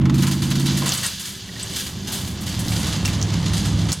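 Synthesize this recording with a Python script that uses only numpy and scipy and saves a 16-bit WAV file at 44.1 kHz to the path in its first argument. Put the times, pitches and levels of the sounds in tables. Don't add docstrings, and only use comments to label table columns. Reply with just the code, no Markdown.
import sys
import numpy as np
from scipy import signal
from scipy.fft import rfft, irfft, next_fast_len
from scipy.io import wavfile

SR = 44100
rng = np.random.default_rng(int(sys.argv[2]) if len(sys.argv) > 2 else 0)


def master(y):
    cut = np.clip(np.atleast_2d(y).T, -1, 1)
    pcm = np.round(cut * 32767)
    wavfile.write(sys.argv[1], SR, pcm.astype(np.int16))


N = 176400


def from_db(db):
    return 10 ** (np.asarray(db) / 20)


def unit_power(x):
    return x / np.sqrt(np.mean(x ** 2) + 1e-20)


def automation(rows):
    times, *columns = np.transpose(rows)
    return [np.interp(np.arange(N) / SR, times, column) for column in columns]


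def at_hz(points, hz):
    freqs, values = np.transpose(points)
    return np.interp(np.log(hz + 1e-9), np.log(freqs), values)


def decay(t, t60):
    return np.exp(-np.log(1000) * t / max(t60, 1e-3))


def drift(rate_hz):
    step, settle = 40, 2000
    pole = np.exp(-2 * np.pi * rate_hz * step / SR)
    noise = rng.standard_normal(N // step + settle + 2)
    slow = signal.lfilter([1], [1, -2 * pole, pole * pole], noise)[settle:]
    return np.interp(np.arange(N) / step, np.arange(len(slow)), unit_power(slow))


def eq(points, size=8192):
    hz = np.maximum(np.arange(size // 2 + 1) * SR / size, 1)
    octaves_outside = np.abs(np.log2(hz / np.clip(hz, points[0][0], points[-1][0])))
    gain = from_db(at_hz(points, hz) - np.minimum(30 * octaves_outside, 70))
    cepstrum = irfft(np.log(gain))
    cepstrum[1:size // 2] *= 2
    cepstrum[size // 2 + 1:] = 0
    return irfft(np.exp(rfft(cepstrum)))


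def through(x, response):
    return signal.fftconvolve(x, response[None] / np.linalg.norm(response), axes=1)[:, :N]


def contacts(spread_db=3.5, per_s=7000):
    sizes = from_db(spread_db * np.minimum(rng.exponential(1, N), 4))
    hits = rng.random(N) < per_s / SR
    return unit_power(sizes * hits * rng.choice([-1, 1], (2, N)))


def add(out, start_s, sound):
    i = max(int(start_s * SR), 0)
    out[..., i:i + sound.shape[-1]] += sound[..., :N - i]


# time_s, cycle_hz
ENGINE_REVS = [(0, 16.7), (.19, 17.1), (.52, 17.3), (.76, 17.55), (.87, 17.15), (1.0, 16.1), (1.17, 14.4),
               (1.55, 13.8), (1.85, 14.9), (2.42, 15.3), (2.62, 14.3), (2.82, 13.2), (3.05, 12.75),
               (3.5, 12.8), (4.0, 12.95)]
# time_s, level_db
ENGINE_FADER = [(0, -14), (.15, -13), (.36, -19.5), (.68, -17.5), (.88, -21.5), (.92, -28.5), (1.17, -39),
                (1.45, -38.5), (1.72, -32), (1.86, -33.5), (2.0, -30.5), (2.37, -28), (2.45, -26.5),
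                (2.71, -20.5), (3.13, -21), (3.48, -20), (3.915, -18.5), (3.935, -35), (4.0, -30.5)]
# time_s, share_db
BURBLE_SHARE = [(0, -8), (.8, -10), (1.2, 0), (2.3, -2.6), (2.9, -4), (4, -4.5)]
# freq_hz, gain_db
BURBLE_EQ = [(22, -14.5), (40, -16), (60, -7), (80, -2), (105, -0.5), (135, -5.5), (185, 1), (230, -10),
             (290, -11.5), (350, -14.5), (430, -26.5), (520, -30.5)]
# cycle_multiple, fast_db, slow_db
EXHAUST_HARMONICS = [(5, -15, -10), (6, -18, -7), (8, 0, -0.5), (10, -13.5, -27), (11, -5.5, -6.5),
                     (13, -12, -3.5), (14, -9, -17.5), (16, -15.5, -10), (18, -19.5, -30), (19, -13, -25.5),
                     (20, -22, -26), (22, -30, -20.5), (24, -35, -19.5)]


def engine(wobble=0.08, wobble_hz=3.1, tone_db=-0.5, pan_db=0.86):
    cycle_hz, = automation(ENGINE_REVS)
    level_db, = automation(ENGINE_FADER)
    burble_db, = automation(BURBLE_SHARE)
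    slow_mix, = automation([(0.93, 0), (1.04, 1)])
    cycle_phase = 2 * np.pi * np.cumsum(cycle_hz) / SR
    tone, power = 0, 0
    for multiple, fast_db, slow_db in EXHAUST_HARMONICS:
        gain = from_db(fast_db + slow_mix * (slow_db - fast_db))
        phase = multiple * cycle_phase + 2 * np.pi * rng.random() + wobble * drift(wobble_hz)
        tone += gain * (1 + wobble * drift(wobble_hz)) * np.sin(phase)
        power += gain ** 2 / 2
    burble = through(rng.standard_normal((1, N)), eq(BURBLE_EQ))
    burble_gain = np.clip(from_db(burble_db), 0, 1)
    tone_gain = from_db(tone_db) * np.sqrt((1 - burble_gain ** 2) / power)
    pan = from_db([[-pan_db], [pan_db]])
    return from_db(level_db) * (tone_gain * tone + burble_gain * burble) * pan


# time_s, level_db
WHEEL_FADER = [(0.0, -45), (0.05, -40.5), (0.38, -44.5), (0.81, -39.5), (0.82, -32), (1.01, -45),
               (1.05, -41.5), (1.15, -54.5), (1.41, -53.5), (1.67, -44.5), (2.05, -49.5), (2.08, -41.5),
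               (2.32, -45.5), (2.75, -38), (3.9, -39.5), (4.0, -52)]
# freq_hz, gain_db
GRIND_EQ = [(250, -20.5), (450, 2), (700, 0.5), (1000, 0), (1500, -6), (2300, -6.5), (3500, -9),
            (7000, -53)]


def wheels(trim_db=2):
    level_db, = automation(WHEEL_FADER)
    return through(contacts(spread_db=1.5) * from_db(level_db + trim_db), eq(GRIND_EQ))


# pitch_hz, relative_db
BASKET_RESONANCES = [(979, -13), (1480, 8), (3481, 5), (4574, -27), (5300, -3), (6650, -3), (8042, 13.5),
                     (8554, -17), (9204, 1), (10341, -5), (10895, -10), (13324, -2)]


def panel_response(mesh_db=-3, modes_db=-57, size=8192):
    t = np.arange(size) / SR
    tick = t == 0
    mesh = rng.standard_normal(size) * decay(t, t60=0.041)
    modes = sum(from_db(db + modes_db) * np.cos(2 * np.pi * hz * t) for hz, db in BASKET_RESONANCES)
    return tick + from_db(mesh_db) * mesh / np.linalg.norm(mesh) + modes * decay(t, t60=0.1)


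def basket(shaking, panels=3, wander_hz=5, wander_db=4):
    shares = np.array([from_db(wander_db * drift(wander_hz)) for _ in range(panels)])
    limits = np.cumsum(shares, axis=0) / shares.sum(axis=0)
    struck_panel = (rng.random(N) > limits).sum(axis=0)
    return sum(through(shaking * (struck_panel == k), panel_response()) for k in range(panels))


# start_s, level_db, frame_offset_db, sizzle_offset_db, decay_s
BUMP_CUES = [(0.0124, -23.5, -2, -36, 0.25), (0.0546, -12.5, -6.5, -30, 0.17),
             (0.0958, -14, -8.5, -27, 0.19), (0.14, -21.5, -14, -16.5, 0.22),
             (0.179, -20, -14.5, -16.5, 0.49), (0.2214, -12.5, -14.5, -15.5, 0.14),
             (0.2314, -16, -5.5, -21, 0.11), (0.2668, -14, -9, -15, 0.15), (0.2804, -22, -18, -18, 0.16),
             (0.31, -14, -15, -16.5, 0.25), (0.4179, -14.5, -17, -17, 0.3), (0.5026, -21, -10, -9, 0.12),
             (0.5114, -9.5, -16, -23, 0.083), (0.5526, -12.5, -17, -19.5, 0.091),
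             (0.595, -17, -17, -12, 0.12), (0.6559, -13.5, -19, -14.5, 0.15),
             (0.6714, -16, -18.5, -35, 0.75), (0.7705, -14, -24, -11.5, 0.15), (0.857, -11, -15, -17, 0.28),
             (0.8744, -24, -25, -22, 0.25), (0.9324, -15.5, -12, -9, 0.21), (0.9718, -19, -18, -14, 0.39),
             (1.029, -12, -21, -14.5, 0.24), (1.0444, -14.5, -19, -16, 0.41),
             (1.1932, -23, -19, -9.5, 0.43), (1.2494, -21, -20, -11.5, 0.53),
             (1.591, -17.5, -38, -22, 0.24), (1.7574, -13.5, -23.5, -15, 0.29),
             (1.7944, -19.5, -31, -13, 0.49), (1.863, -19.5, -18, -18, 0.26), (2.0712, -17, -25, -17, 0.27),
             (2.1181, -16.5, -18, -11, 0.37), (2.274, -23.5, -11, -9.5, 0.11),
             (2.4054, -32.5, -24, -4.5, 0.4), (2.462, -17.5, -28, -17, 0.56),
             (2.59, -14.5, -21, -11.5, 0.11), (2.7187, -16.5, -30, -19, 0.21),
             (2.7544, -14, -20, -18, 0.17), (2.7926, -21.5, -24, -12, 0.21),
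             (2.8274, -17.5, -15, -19, 0.24), (2.8639, -15, -17, -16, 0.34), (2.9244, -14, -23, -20, 0.25),
             (3.0474, -14.5, -25, -11, 0.13), (3.0764, -15, -17, -18, 0.23),
             (3.1254, -15.5, -21, -21, 0.22), (3.3224, -22, -10, -21, 0.24), (3.459, -16.5, -17, -21, 0.25),
             (3.5319, -13.5, -18, -14, 0.18), (3.5643, -16, -23, -13.5, 0.37),
             (3.6494, -17.5, -13, -13, 0.26), (3.7873, -19, -28, -21, 0.23), (3.885, -16, -14, -19, 0.27)]
# time_s, wire_db, sizzle_db
SHIVER_FADERS = [(0.0, -61, -63), (0.14, -45.5, -58), (0.32, -40.5, -49), (0.93, -30.5, -35.5),
                 (1.11, -34.5, -40), (1.34, -38.5, -55), (1.61, -39.5, -46), (1.77, -31.5, -39),
                 (1.9, -43.5, -61), (2.18, -34, -40.5), (2.31, -40, -44.5), (2.46, -39.5, -60),
                 (2.72, -35, -33.5), (2.91, -33.5, -43), (3.07, -38.5, -48.5), (3.32, -35.5, -46),
                 (3.64, -35.5, -46.5), (4.0, -40, -43.5)]
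# freq_hz, gain_db
FRAME_EQ = [(500, -17.5), (800, -6.5), (1050, 4.5), (1450, -0.5), (1800, -5.5), (2200, -2), (2700, -2),
            (4000, -33)]
# freq_hz, gain_db
WIRE_EQ = [(900, -29.5), (1600, -6.5), (2500, -5.5), (2740, -1.5), (3500, 0.5), (5000, -1), (7000, -5.5),
           (8500, -17), (12000, -29)]
# freq_hz, gain_db
SIZZLE_EQ = [(5000, -15), (7000, -3), (8200, -1.5), (10500, -3), (13000, -7.5), (16000, -18.5)]
# time_s, gain_db
AIR_FADER = [(0, 3), (1.0, 0), (2.3, 3.5), (2.8, -3.5), (3.3, -9), (4.0, -12)]


def rattle(frame_trim_db=-3.5, wire_trim_db=-12, sizzle_trim_db=0.5, shiver_trim_db=0.5, air_hz=11500):
    t = np.arange(SR) / SR
    bump_powers = np.zeros((3, N))
    for start_s, db, frame_db, sizzle_db, decay_s in BUMP_CUES:
        first_tap = start_s < 0.12
        attack_s, t60 = (0.00056, 0.18 * decay_s) if first_tap else (0.0018, decay_s)
        envelope = (1 - np.exp(-t / attack_s)) * decay(t, t60)
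        layer_db = db + np.array([[frame_db + frame_trim_db], [wire_trim_db], [sizzle_db + sizzle_trim_db]])
        add(bump_powers, start_s, (from_db(layer_db) * envelope) ** 2)
    wire_shiver, sizzle_shiver = (from_db(db + shiver_trim_db) for db in automation(SHIVER_FADERS))
    layers = (0, FRAME_EQ), (wire_shiver, WIRE_EQ), (sizzle_shiver, SIZZLE_EQ)
    out = np.zeros((2, N))
    for bump_power, (shiver, curve) in zip(bump_powers, layers):
        shaking = contacts() * np.sqrt(bump_power + shiver ** 2)
        out += through(basket(shaking), eq(curve))
    air_db, = automation(AIR_FADER)
    air = signal.sosfiltfilt(signal.butter(2, air_hz, "high", fs=SR, output="sos"), out)
    return out + (from_db(air_db) - 1) * air


# freq_hz, gain_db
STONE_EQ = [(700, -5), (1300, -6), (2700, 0), (5000, 5.5), (8000, -7), (12000, -14)]


def stones(per_s=70, rolling_from_s=0.15, spread_db=2.5, trim_db=4.5):
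    level_db, = automation(WHEEL_FADER)
    sizes = from_db(spread_db * np.minimum(rng.exponential(1, N), 3))
    rolling = np.arange(N) > rolling_from_s * SR
    snaps = sizes * (rng.random(N) < per_s / SR) * rolling
    envelope = signal.lfilter([1], [1, -decay(1 / SR, t60=0.016)], snaps + 1e-18)
    return through(contacts() * envelope * from_db(level_db + trim_db), eq(STONE_EQ))


# start_s, pitch_hz, peak_db, rub_s
RING_CUES = [(0.669, 3950, -22, 0.047), (.82, 1010, -24.5, 0.034), (.974, 8100, -20.5, 0.011),
             (1.03, 1890, -23.5, 0.025), (1.06, 8280, -19.5, 0.012), (1.49, 1930, -31.5, 0.0081),
             (1.559, 1897, -32, 0.0082), (1.628, 8040, -17.5, 0.01), (1.73, 8020, -29, 0.0067),
             (2.719, 2256, -23, .008), (3.05, 2746, -16.5, 0.0093)]


def bar_rings(size=8192):
    t, out = np.arange(size) / SR, np.zeros((2, N))
    for start_s, pitch_hz, peak_db, rub_s in RING_CUES:
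        rub = rng.standard_normal((2, size)) * np.exp(-(t / rub_s) ** 2)
        ring = through(rub, np.sin(2 * np.pi * pitch_hz * t) * decay(t, t60=0.033))
        add(out, start_s, from_db(peak_db) * ring / np.abs(ring).max(axis=1, keepdims=True))
    return out


# start_s, peak_db, centre_hz
CLACK_CUES = [(0.881, -9, 6940), (0.892, -7.5, 6560), (0.9205, -7.5, 4500), (1.066, -10.5, 8400),
              (2.683, -11.5, 4700), (3.057, -9, 5840), (3.078, -15.5, 2180), (3.215, -13.5, 5900),
              (3.227, -11, 6100), (3.9191, -7.5, 5400), (3.9287, -7.5, 8100)]


def clacks(relative_width=0.46, raw_mix=0.097, spray_db=-15, size=4096):
    t, out = np.arange(size) / SR, np.zeros((2, N))
    envelope = decay(t, t60=0.0037) + from_db(spray_db) * decay(t, t60=0.085)
    for start_s, peak_db, centre_hz in CLACK_CUES:
        hit = rng.choice([-1, 1], (2, size)) * envelope
        b, a = signal.iirpeak(centre_hz, 1 / relative_width, fs=SR)
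        crack = signal.lfilter(b, a, signal.lfilter(b, a, hit)) + raw_mix * hit
        add(out, start_s, from_db(peak_db) * crack / np.abs(crack).max(axis=1, keepdims=True))
    return out


# time_s, pitch_hz, level_db
HUM_CURVES = [(1.1, 372, -63.5), (1.35, 381.7, -52.5), (1.8, 386.3, -50), (2.1, 389, -47.5),
              (2.5, 389, -54), (2.8, 376, -63)]


def far_hum(waver_db=2.1, waver_hz=1.95):
    pitch_hz, level_db = automation(HUM_CURVES)
    amplitude = np.sqrt(2) * from_db(level_db + waver_db * drift(rate_hz=5.5))
    phase = 2 * np.pi * np.cumsum(pitch_hz + waver_hz * drift(rate_hz=6.7)) / SR
    return amplitude * np.sin(phase)


# freq_hz, correlation
STEREO_LIKENESS = [(1000, .993), (3500, .985), (7000, .93), (10000, .8), (15000, .72)]
# freq_hz, left_minus_right_db
STEREO_BALANCE = [(400, -1.5), (2000, -1.2), (5500, -1.1), (8500, -.3), (11000, 4), (15000, 8)]
# freq_hz, left_lead_rad
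STEREO_PHASE = [(0, 0), (6630, 0.0), (7670, 0.66), (14000, 1.3), (15200, 1.9), (16300, 2)]


def microphone_ports(pair):
    size = next_fast_len(N + SR // 10, True)
    mid, side = rfft(pair, size)
    hz = np.arange(len(mid)) * SR / size
    sign = np.array([[1], [-1]])
    alike = np.clip(at_hz(STEREO_LIKENESS, hz), 0, 1)
    stereo = np.sqrt((1 + alike) / 2) * mid + sign * np.sqrt((1 - alike) / 2) * side
    balance = from_db(sign * at_hz(STEREO_BALANCE, hz) / 2)
    phase_shift = np.exp(0.5j * sign * at_hz(STEREO_PHASE, hz))
    return irfft(stereo * balance * phase_shift, size)[:, :N]


def scene():
    cart = wheels() + stones() + rattle() + clacks() + bar_rings()
    return microphone_ports(cart) + engine() + far_hum()


def record(dry, notch_hz=2484, cutoff_hz=16300):
    dipped = signal.lfilter(*signal.iirnotch(notch_hz, Q=32, fs=SR), dry)
    return signal.sosfilt(signal.ellip(10, 0.2, 80, cutoff_hz, fs=SR, output="sos"), dipped)


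dry = scene()
out = record(dry)
master(out)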